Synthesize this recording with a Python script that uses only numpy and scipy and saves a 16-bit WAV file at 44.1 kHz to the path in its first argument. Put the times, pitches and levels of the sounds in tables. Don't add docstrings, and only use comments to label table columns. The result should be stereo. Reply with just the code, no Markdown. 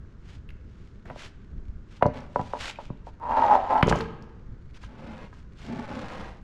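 import sys
import numpy as np
from scipy import signal
from scipy.fft import rfft, irfft
from scipy.io import wavfile

SR = 44100
rng = np.random.default_rng(int(sys.argv[2]) if len(sys.argv) > 2 else 0)


def pcm_store(signal):
    levels = np.round(np.clip(np.atleast_2d(signal), -1, 1) * 32767)
    wavfile.write(sys.argv[1], SR, levels.astype(np.int16).T)


N = 283563
TIME = np.arange(N) / SR

# (f/Hz, level/dB)
WIND_SPECTRUM = [(10, 2), (70, 0), (220, -11.5), (400, -39.5), (800, -83)]
HUSH_SPECTRUM = [(30, 5), (400, -2), (750, -19), (1500, -13.5), (2500, -28), (7000, -34.5), (15000, -76)]
# (middle t/s, half length t/s, level/dB, extra eddy level at the right port/dB)
WIND_GUSTS = [(.4, 0.074, -51.5, 5), (1.593, 0.12, -46.5, 22), (4.507, 0.043, -51, 4)]
# (f/Hz, t/s)
YARD_T60 = [(80, 0.93), (1000, 0.98), (3000, 0.78), (14000, 0.17)]
# (f/Hz, likeness from 0 to 1)
PORT_LIKENESS = [(1000, .995), (2200, .96), (4500, .87), (8000, .7), (14000, .5)]
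# (f/Hz, level/dB)
PORT_LEAN = [(200, 0), (800, -1), (2000, .2), (4500, .5), (8000, -3), (13000, -6)]
# (middle t/s, half length t/s, level/dB)
GRIT_SCUFFS = [(.315, 0.058, -58), (.8, 0.11, -70.5), (1.222, 0.053, -46), (1.947, 0.044, -59),
               (2.49, 0.14, -55.5), (2.625, 0.032, -39.5), (2.681, 0.033, -37), (2.835, 0.048, -60),
               (3.08, 0.023, -61.5), (3.897, 0.011, -33.5), (3.988, 0.039, -49), (4.763, 0.017, -56.5),
               (5.37, 0.042, -64), (4.841, 0.025, -53), (5.642, 0.057, -52)]
# (f/Hz, level/dB)
GRIT_SPECTRUM = [(300, -13.5), (1200, -7), (2800, -7), (7000, -17.5), (10000, -30), (15000, -42.5)]
# (f/Hz, level/dB)
TRAILER_MODES = [(128, -2), (170, 1), (222, 3.5), (345, -0.5), (450, 10.5), (888, -3), (1110, -3.5),
                 (1277, 1), (1605, -8.5)]
FITTING_MODES = [(1020, -0.5), (1270, -0.5), (1620, 0)]
# (t/s, peak level/dB)
STEEL_CLANGS = [(3.879, -20), (3.945, -22.5), (4.007, -20)]
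FITTING_CLINKS = [(3.9255, -10), (4.838, -34), (5.329, -37.5)]
# (t/s, peak level of the pitched part/dB, pitch f/Hz)
SHARP_SNAPS = [(.49, -42, 2440), (0.504, -41, 2130), (1.056, -42, 1800), (1.079, -49, 2300),
               (1.101, -38, 2000), (2.026, -24, 2120), (2.064, -40.5, 4770), (2.168, -51, 3800),
               (2.205, -49, 5415), (2.696, -30, 2556), (2.758, -38.5, 2530), (3.8279, -16.5, 2870),
               (3.871, -32.5, 6100), (3.889, -32, 4170), (3.897, -26, 5960), (3.958, -33.5, 5500),
               (3.988, -37, 6500), (4.008, -30.5, 3600), (4.224, -46, 5260), (4.743, -48.5, 2850),
               (6.089, -45, 4000)]
# (start t/s, attack t/s, hold t/s, release t/s, level/dB)
DULL_RUBS = [(1.053, .0028, 0.012, 0.14, -50), (2.13, 0.01, 0.0053, 0.18, -42.5),
             (4.774, 0.377, 0.085, 0.072, -46), (5.544, 0.29, 0.29, 0.34, -39.5)]
# (f/Hz, level/dB)
RUB_SPECTRUM = [(53, -20), (125, -5.5), (245, 1), (306, -9.5), (490, -4.5), (900, -6.5), (2140, -15),
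                (5400, -31), (14000, -53.5)]
# (t/s, level/dB)
SLIDE_FORCE = [(3.199, -47.5), (3.23, -35), (3.291, -29.5), (3.311, -22), (3.355, -25), (3.384, -20),
               (3.504, -18.5), (3.55, -16), (3.566, -22), (3.622, -31), (3.685, -32), (3.707, -20.5),
               (3.746, -20), (3.812, -20.5), (3.821, -33)]
# (t/s, f/Hz)
SLIDE_RESONANCE = [(3.45, 898), (3.62, 762), (3.7, 842), (3.8, 850)]
# (f/Hz, level/dB)
SLIDE_SIDES = [(258, -21), (1280, -17), (1580, -25.5), (1870, -28.5)]
# (f/Hz, level/dB)
RASP_SPECTRUM = [(80, -21), (330, -16.5), (610, -1.5), (690, -3), (990, 3), (1130, -15.5), (1450, -18.5),
                 (2300, -33.5), (5400, -45), (14000, -64.5)]
# (t/s, level/dB)
TOUCHDOWN_SKIDS = [(2.01, -35), (2.391, -29.5), (2.55, -33.5), (2.786, -36.5), (3.069, -43)]
# (t/s, chirp level/dB, brightness f/Hz, stack thump level before its bass cut/dB,
# pitch that rings at this spot f/Hz)
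SLAB_BLOWS = [(1.1011, -31, 1410, -35, 624), (1.109, -32, 1050, -32, 740), (1.161, -36, 860, -37, 620),
              (2.0255, -6, 1110, -17, 690), (2.049, -27, 700, -20.5, 500), (2.0572, -12.5, 895, -9.5, 950),
              (2.064, -16, 674, -38, 590), (2.083, -26, 590, -19.5, 480), (2.3604, -11.5, 1020, -26.5, 960),
              (2.395, -20.5, 850, -19, 1010), (2.413, -32, 800, -27, 704), (2.5361, -18, 1000, -40.5, 970),
              (2.788, -29.5, 890, -41.5, 910), (2.903, -33, 930, -20, 1060), (3.07, -34, 894, -48.5, 930),
              (3.829, -8.5, 2350, -5.5, 1140), (3.88, -16, 910, -15, 440), (3.914, -15.5, 1030, -40, 930),
              (3.927, -12, 1300, -12, 920), (3.956, -22, 900, -36, 660), (4.007, -24, 1790, -35, 1020)]
# (f/Hz, level/dB)
SLAB_FACE = [(60, -20), (320, -2), (550, 11.5), (900, 7.5), (1300, 9.5), (12000, -2)]
# (f/Hz, level/dB)
SLAB_MODES = [(75, 5), (178, 6), (266, 9.5), (458, 0), (600, -0.5), (987, 8.5)]


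def amp(db):
    return 10 ** (np.asarray(db) / 20)


def unit(x):
    return x / np.sqrt(np.mean(x ** 2) + 1e-20)


def read(points, hz):
    f, value = np.transpose(points)
    return np.interp(np.log(hz + 1), np.log(f + 1), value)


def add(mix, s, sound):
    part = mix[round(s * SR):][:len(sound)]
    part += sound[:len(part)]


def colour(x, points):
    gain = amp(read(points, np.fft.rfftfreq(N, 1 / SR)))
    return unit(irfft(rfft(x) * gain, N))


def drift(per_s):
    points = rng.standard_normal(int(per_s * N / SR) + 2)
    return unit(signal.resample(points, N))


def resonate(x, hz, width_hz):
    turn = np.exp(2j * np.pi * np.cumsum(hz * np.ones(len(x))) / SR)
    r = np.exp(-np.pi * width_hz / SR)
    smooth = signal.lfilter([1 - r], [1, -r], x / turn + 1e-18)
    return 2 * (turn * smooth).real


def grains(per_s, spread_db):
    size = amp(spread_db * np.minimum(rng.exponential(1, N), 4))
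    sign = rng.choice([-1, 1], N)
    present = rng.random(N) < per_s / SR
    return unit(size * sign * present)


def ring(x, modes, t60, damping=0.52):
    t = np.arange(SR // 2) / SR
    loss = np.log(1000) * t / t60
    tone = np.zeros(len(t))
    for hz, db in modes:
        fade = np.exp(-loss * (hz / 500) ** damping)
        tone += amp(db) * np.sin(2 * np.pi * hz * t) * fade
    return signal.oaconvolve(x, tone / np.linalg.norm(tone))[:N]


def struck(rows, modes, t60):
    tone = ring(signal.unit_impulse(SR // 2), modes, t60)
    out = np.zeros(N)
    for s, db in rows:
        add(out, s, amp(db) * tone / abs(tone).max())
    return out


def scatter(t60, onset_s):
    hz, t, z = signal.stft(rng.standard_normal(SR), SR, nperseg=256)
    fade = np.exp(-np.log(1000) * t / read(t60, hz)[:, None])
    tail = signal.istft(z * fade, SR, nperseg=256)[1]
    tail *= 1 - np.exp(-(np.arange(len(tail)) / SR / onset_s) ** 2)
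    return tail / np.linalg.norm(tail)


def boards(x, echo_db=-6, t60=0.063, shifts_per_s=2.204, count=5):
    echoes = np.zeros(N)
    for k in range(count):
        near = np.cos(np.pi * (shifts_per_s * TIME + k / count)) * np.sqrt(2 / count)
        echoes += signal.oaconvolve(x * near, scatter([(1, t60)], 0.0018))[:N]
    return (x + amp(echo_db) * echoes) / np.hypot(1, amp(echo_db))


def stroke(start, attack, hold, release, db):
    up = np.clip((TIME - start) / attack, 0, 1)
    down = np.clip((TIME - start - attack - hold) / release, 0, 1)
    return amp(db) * (np.sin(np.pi / 2 * up) * np.cos(np.pi / 2 * down)) ** 2


def swells(rows, order):
    return sum(amp(db) / (1 + abs((TIME - s) / half) ** order) for s, half, db in rows)


def woods(db=-55):
    return amp(db) * colour(rng.standard_normal(N), HUSH_SPECTRUM)


def wind(breeze_db=-44, lumps_db=2, eddy_db=-5, eddy_hz=70):
    left_gusts = [row[:3] for row in WIND_GUSTS]
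    right_gusts = [(s, half, db + extra_db) for s, half, db, extra_db in WIND_GUSTS]
    left = amp(breeze_db) + swells(left_gusts, order=4)
    right = amp(breeze_db) + swells(right_gusts, order=4)
    shared = colour(rng.standard_normal(N), WIND_SPECTRUM) * left
    band = signal.butter(2, [18, eddy_hz], "bandpass", fs=SR, output="sos")
    eddies = unit(signal.sosfilt(band, rng.standard_normal((2, N))))
    lumps = amp(lumps_db * drift(21) - 2.0)
    return lumps * (shared + amp(eddy_db) * eddies * np.array([left, right]))


def yard(x):
    return signal.oaconvolve(x, scatter(YARD_T60, 0.0061))[:N]


def chips(per_s=14, db=-79):
    ticks = signal.oaconvolve(grains(per_s, 2), scatter([(1, .02)], .0005))[:N]
    return amp(db) * colour(ticks, GRIT_SPECTRUM)


def scuffs(shuffle_db=-82.5, shuffle_swing_db=2.5, clump_db=1.5, crunch_db=-7):
    shuffle = amp(shuffle_db + shuffle_swing_db * drift(5.2))
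    strokes = swells(GRIT_SCUFFS, order=5) + shuffle
    grit = grains(8000, 1.0) + amp(crunch_db) * grains(90, 2.5)
    clumps = amp(clump_db * drift(160))
    return strokes * colour(grit * clumps, GRIT_SPECTRUM)


def rattling(drop_s=3.83, burst_db=-28, settle_db=-34.5, settle_db_per_s=50):
    settle = (TIME > drop_s) * amp(settle_db - settle_db_per_s * abs(TIME - drop_s))
    return settle + stroke(drop_s, attack=0.037, hold=0.032, release=0.21, db=burst_db)


def rattle(clack_db=-11, t60=0.023):
    taps = rattling() * grains(1100, 2.8)
    clack = bending_wave(2200, spread_s=.001)
    clacks = signal.oaconvolve(taps, clack / np.linalg.norm(clack), "same")
    steel = struck(STEEL_CLANGS, TRAILER_MODES, t60=0.13) + struck(FITTING_CLINKS, FITTING_MODES, t60=0.062)
    return ring(taps, TRAILER_MODES, t60) + amp(clack_db) * clacks + steel


def snaps(decay_s=0.0026, width=0.48, crack_db=-10, splinter_db=-12, splinter_s=0.014):
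    out, t = np.zeros(N), np.arange(SR // 10) / SR
    for s, db, hz in SHARP_SNAPS:
        noise = rng.standard_normal(len(t))
        splinters = amp(splinter_db) * noise * (abs(noise) > 2) * np.exp(-t / splinter_s)
        burst = noise * np.exp(-t / decay_s) + splinters
        for _ in range(2):
            burst = resonate(burst, hz, width * hz)
        crack = noise * np.exp(-t / .0005)
        add(out, s, amp(db) * (burst / abs(burst).max() + amp(crack_db) * crack / abs(crack).max()))
    return out


def dull_rubs(flutter_db=0.8, groan_hz=330, hiss_hz=1500, groan_db_per_s=-18, hiss_db_per_s=7,
              lurch_db=3.0, crumb_db=-17):
    coarse = boards(grains(1800, 2.3))
    rub = colour(coarse * amp(flutter_db * drift(55)), RUB_SPECTRUM)
    groan = signal.sosfiltfilt(signal.butter(2, groan_hz, fs=SR, output="sos"), rub)
    hiss = signal.sosfiltfilt(signal.butter(2, hiss_hz, "highpass", fs=SR, output="sos"), rub)
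    body = rub - groan - hiss
    groan = groan * amp(lurch_db * (drift(14) + 1.5))
    hiss = hiss + amp(crumb_db) * colour(boards(grains(110, 3)), GRIT_SPECTRUM)
    out = np.zeros(N)
    for start, attack, hold, release, level_db in DULL_RUBS:
        t = np.clip(TIME - start - attack, 0, hold) - hold / 2
        blend = body + amp(groan_db_per_s * t) * groan + amp(hiss_db_per_s * t) * hiss
        out += stroke(start, attack, hold, release, level_db) * blend
    return out


def slide(slips_per_s=150, jitter=0.3, uneven_db=2.5, width_hz=150, side_width_hz=38, judder_db=-2,
          rasp_db=-5.5, wander=0.029, catch_db=1.2, sawdust_rise_s=0.16, sawdust_db=-52.5):
    s, level_db = np.transpose(SLIDE_FORCE)
    moving = (TIME > s[0]) * (TIME < s[-1])
    skids = sum(stroke(at, 0.0031, 0, 0.039, db) for at, db in TOUCHDOWN_SKIDS)
    force = skids + amp(np.interp(TIME, s, level_db)) * moving

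    turns = np.cumsum(slips_per_s * np.exp(jitter * drift(300))) / SR
    slip_size = amp(uneven_db * np.clip(rng.standard_normal(N), -2, 2))
    slips = np.diff(np.floor(turns), prepend=0) * slip_size

    hz = np.interp(TIME, *np.transpose(SLIDE_RESONANCE)) * np.exp(wander * drift(25))
    judder = unit(resonate(resonate(slips, hz, width_hz), hz, width_hz))
    sides = np.zeros(N)
    for f, db in SLIDE_SIDES:
        narrow = resonate(slips, f * np.exp(wander * drift(13)), side_width_hz)
        sides += amp(db) * unit(resonate(narrow, f, f / 2))

    tearing = np.exp(-2 * (turns % 1)) * amp(catch_db * drift(slips_per_s / 2))
    fibres = boards(grains(1800, 1.3) * tearing)
    rasp = colour(fibres, RASP_SPECTRUM)

    rise = np.clip((TIME - s[0]) / sawdust_rise_s, 0, 1) ** 2
    sawdust = colour(colour(fibres, GRIT_SPECTRUM), GRIT_SPECTRUM)
    hiss = amp(sawdust_db) * moving * rise * sawdust
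    return force * (amp(judder_db) * judder + sides + amp(rasp_db) * rasp) + hiss


def bending_wave(bright_hz, steepness=4.02, spread_s=0.004028, size=4096):
    hz = np.fft.rfftfreq(size, 1 / SR)
    softness = 1 / np.sqrt(1 + (hz / bright_hz) ** (2 * steepness))
    turns = spread_s * (2 * np.sqrt(hz * 1000) - hz)
    spectrum = amp(read(SLAB_FACE, hz)) * softness * np.exp(-2j * np.pi * turns)
    wave = np.fft.fftshift(irfft(spectrum))
    return wave / abs(wave).max()


def knocks(thump_hz=150, thump_s=0.0024, thump_lag_s=0.0017, hollow_db=1.5, hollow_width_hz=110,
           ring_db=-14, ring_t60=0.22, bounce_db=-10, bounce_t60=0.11, rebound_s=.007, rebound_db=-20):
    wood, thuds, hollow = np.zeros(N), np.zeros(N), np.zeros(N)
    t = np.arange(SR // 10) / SR
    push = -np.sin(2 * np.pi * thump_hz * t) * t / thump_s * np.exp(-2 * t / thump_s)
    for s, db, bright_hz, thump_db, spot_hz in SLAB_BLOWS:
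        wave = amp(db) * bending_wave(bright_hz)
        start = s - len(wave) / 2 / SR
        add(wood, start, wave)
        add(wood, start + rebound_s, amp(rebound_db) * wave)
        add(hollow, start, resonate(wave, spot_hz, hollow_width_hz))
        add(thuds, s + thump_lag_s, amp(thump_db) * push / abs(push).max())
    thuds = signal.sosfilt(signal.butter(2, 70, "highpass", fs=SR, output="sos"), thuds)
    bounces = signal.oaconvolve(wood + thuds / 2, scatter([(1, bounce_t60)], 0.00091))[:N]
    ringing = ring(wood + amp(-13.5) * thuds, SLAB_MODES, ring_t60)
    return wood + thuds + amp(bounce_db) * bounces + amp(hollow_db) * hollow + amp(ring_db) * ringing


def ports(x, lag_s=.000027):
    hz, _, z = signal.stft(x, SR, nperseg=256)
    alike = np.clip(read(PORT_LIKENESS, hz), 0, 1)
    mid = z.T * np.sqrt((1 + alike) / 2)
    random_turn = np.exp(2j * np.pi * rng.random(z.T.shape))
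    side = z.T * random_turn * np.sqrt(1 - alike)
    lean = amp(read(PORT_LEAN, hz) / 2) * np.exp(-1j * np.pi * hz * lag_s)
    left, right = (mid + side) * lean, (mid - side) / lean
    return np.array([signal.istft(port.T, SR, nperseg=256)[1][:N] for port in (left, right)])


def scene(knock_wet_db=-25, load_wet_db=-13, rub_wet_db=-19, bed_db=-30, bed_t60=0.38):
    rubs = chips() + scuffs() + dull_rubs() + slide()
    load = rattle() + snaps()
    blows = knocks()
    bed = amp(bed_db) * ring(blows, TRAILER_MODES, bed_t60)
    echo = yard(amp(knock_wet_db) * blows + amp(load_wet_db) * load + amp(rub_wet_db) * rubs)
    return ports(blows + bed + load + rubs + echo + woods()) + wind()


def record(dry, top_hz=12000, edge_hz=15500):
    treble = signal.butter(2, min(top_hz, SR / 2 - 1000), fs=SR, output="sos")
    soft = signal.sosfilt(treble, dry)
    band_limit = signal.firwin(511, edge_hz, window=("kaiser", 9), fs=SR)
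    return signal.oaconvolve(soft, band_limit[None], "same")


dry = scene()
out = record(dry)
pcm_store(out)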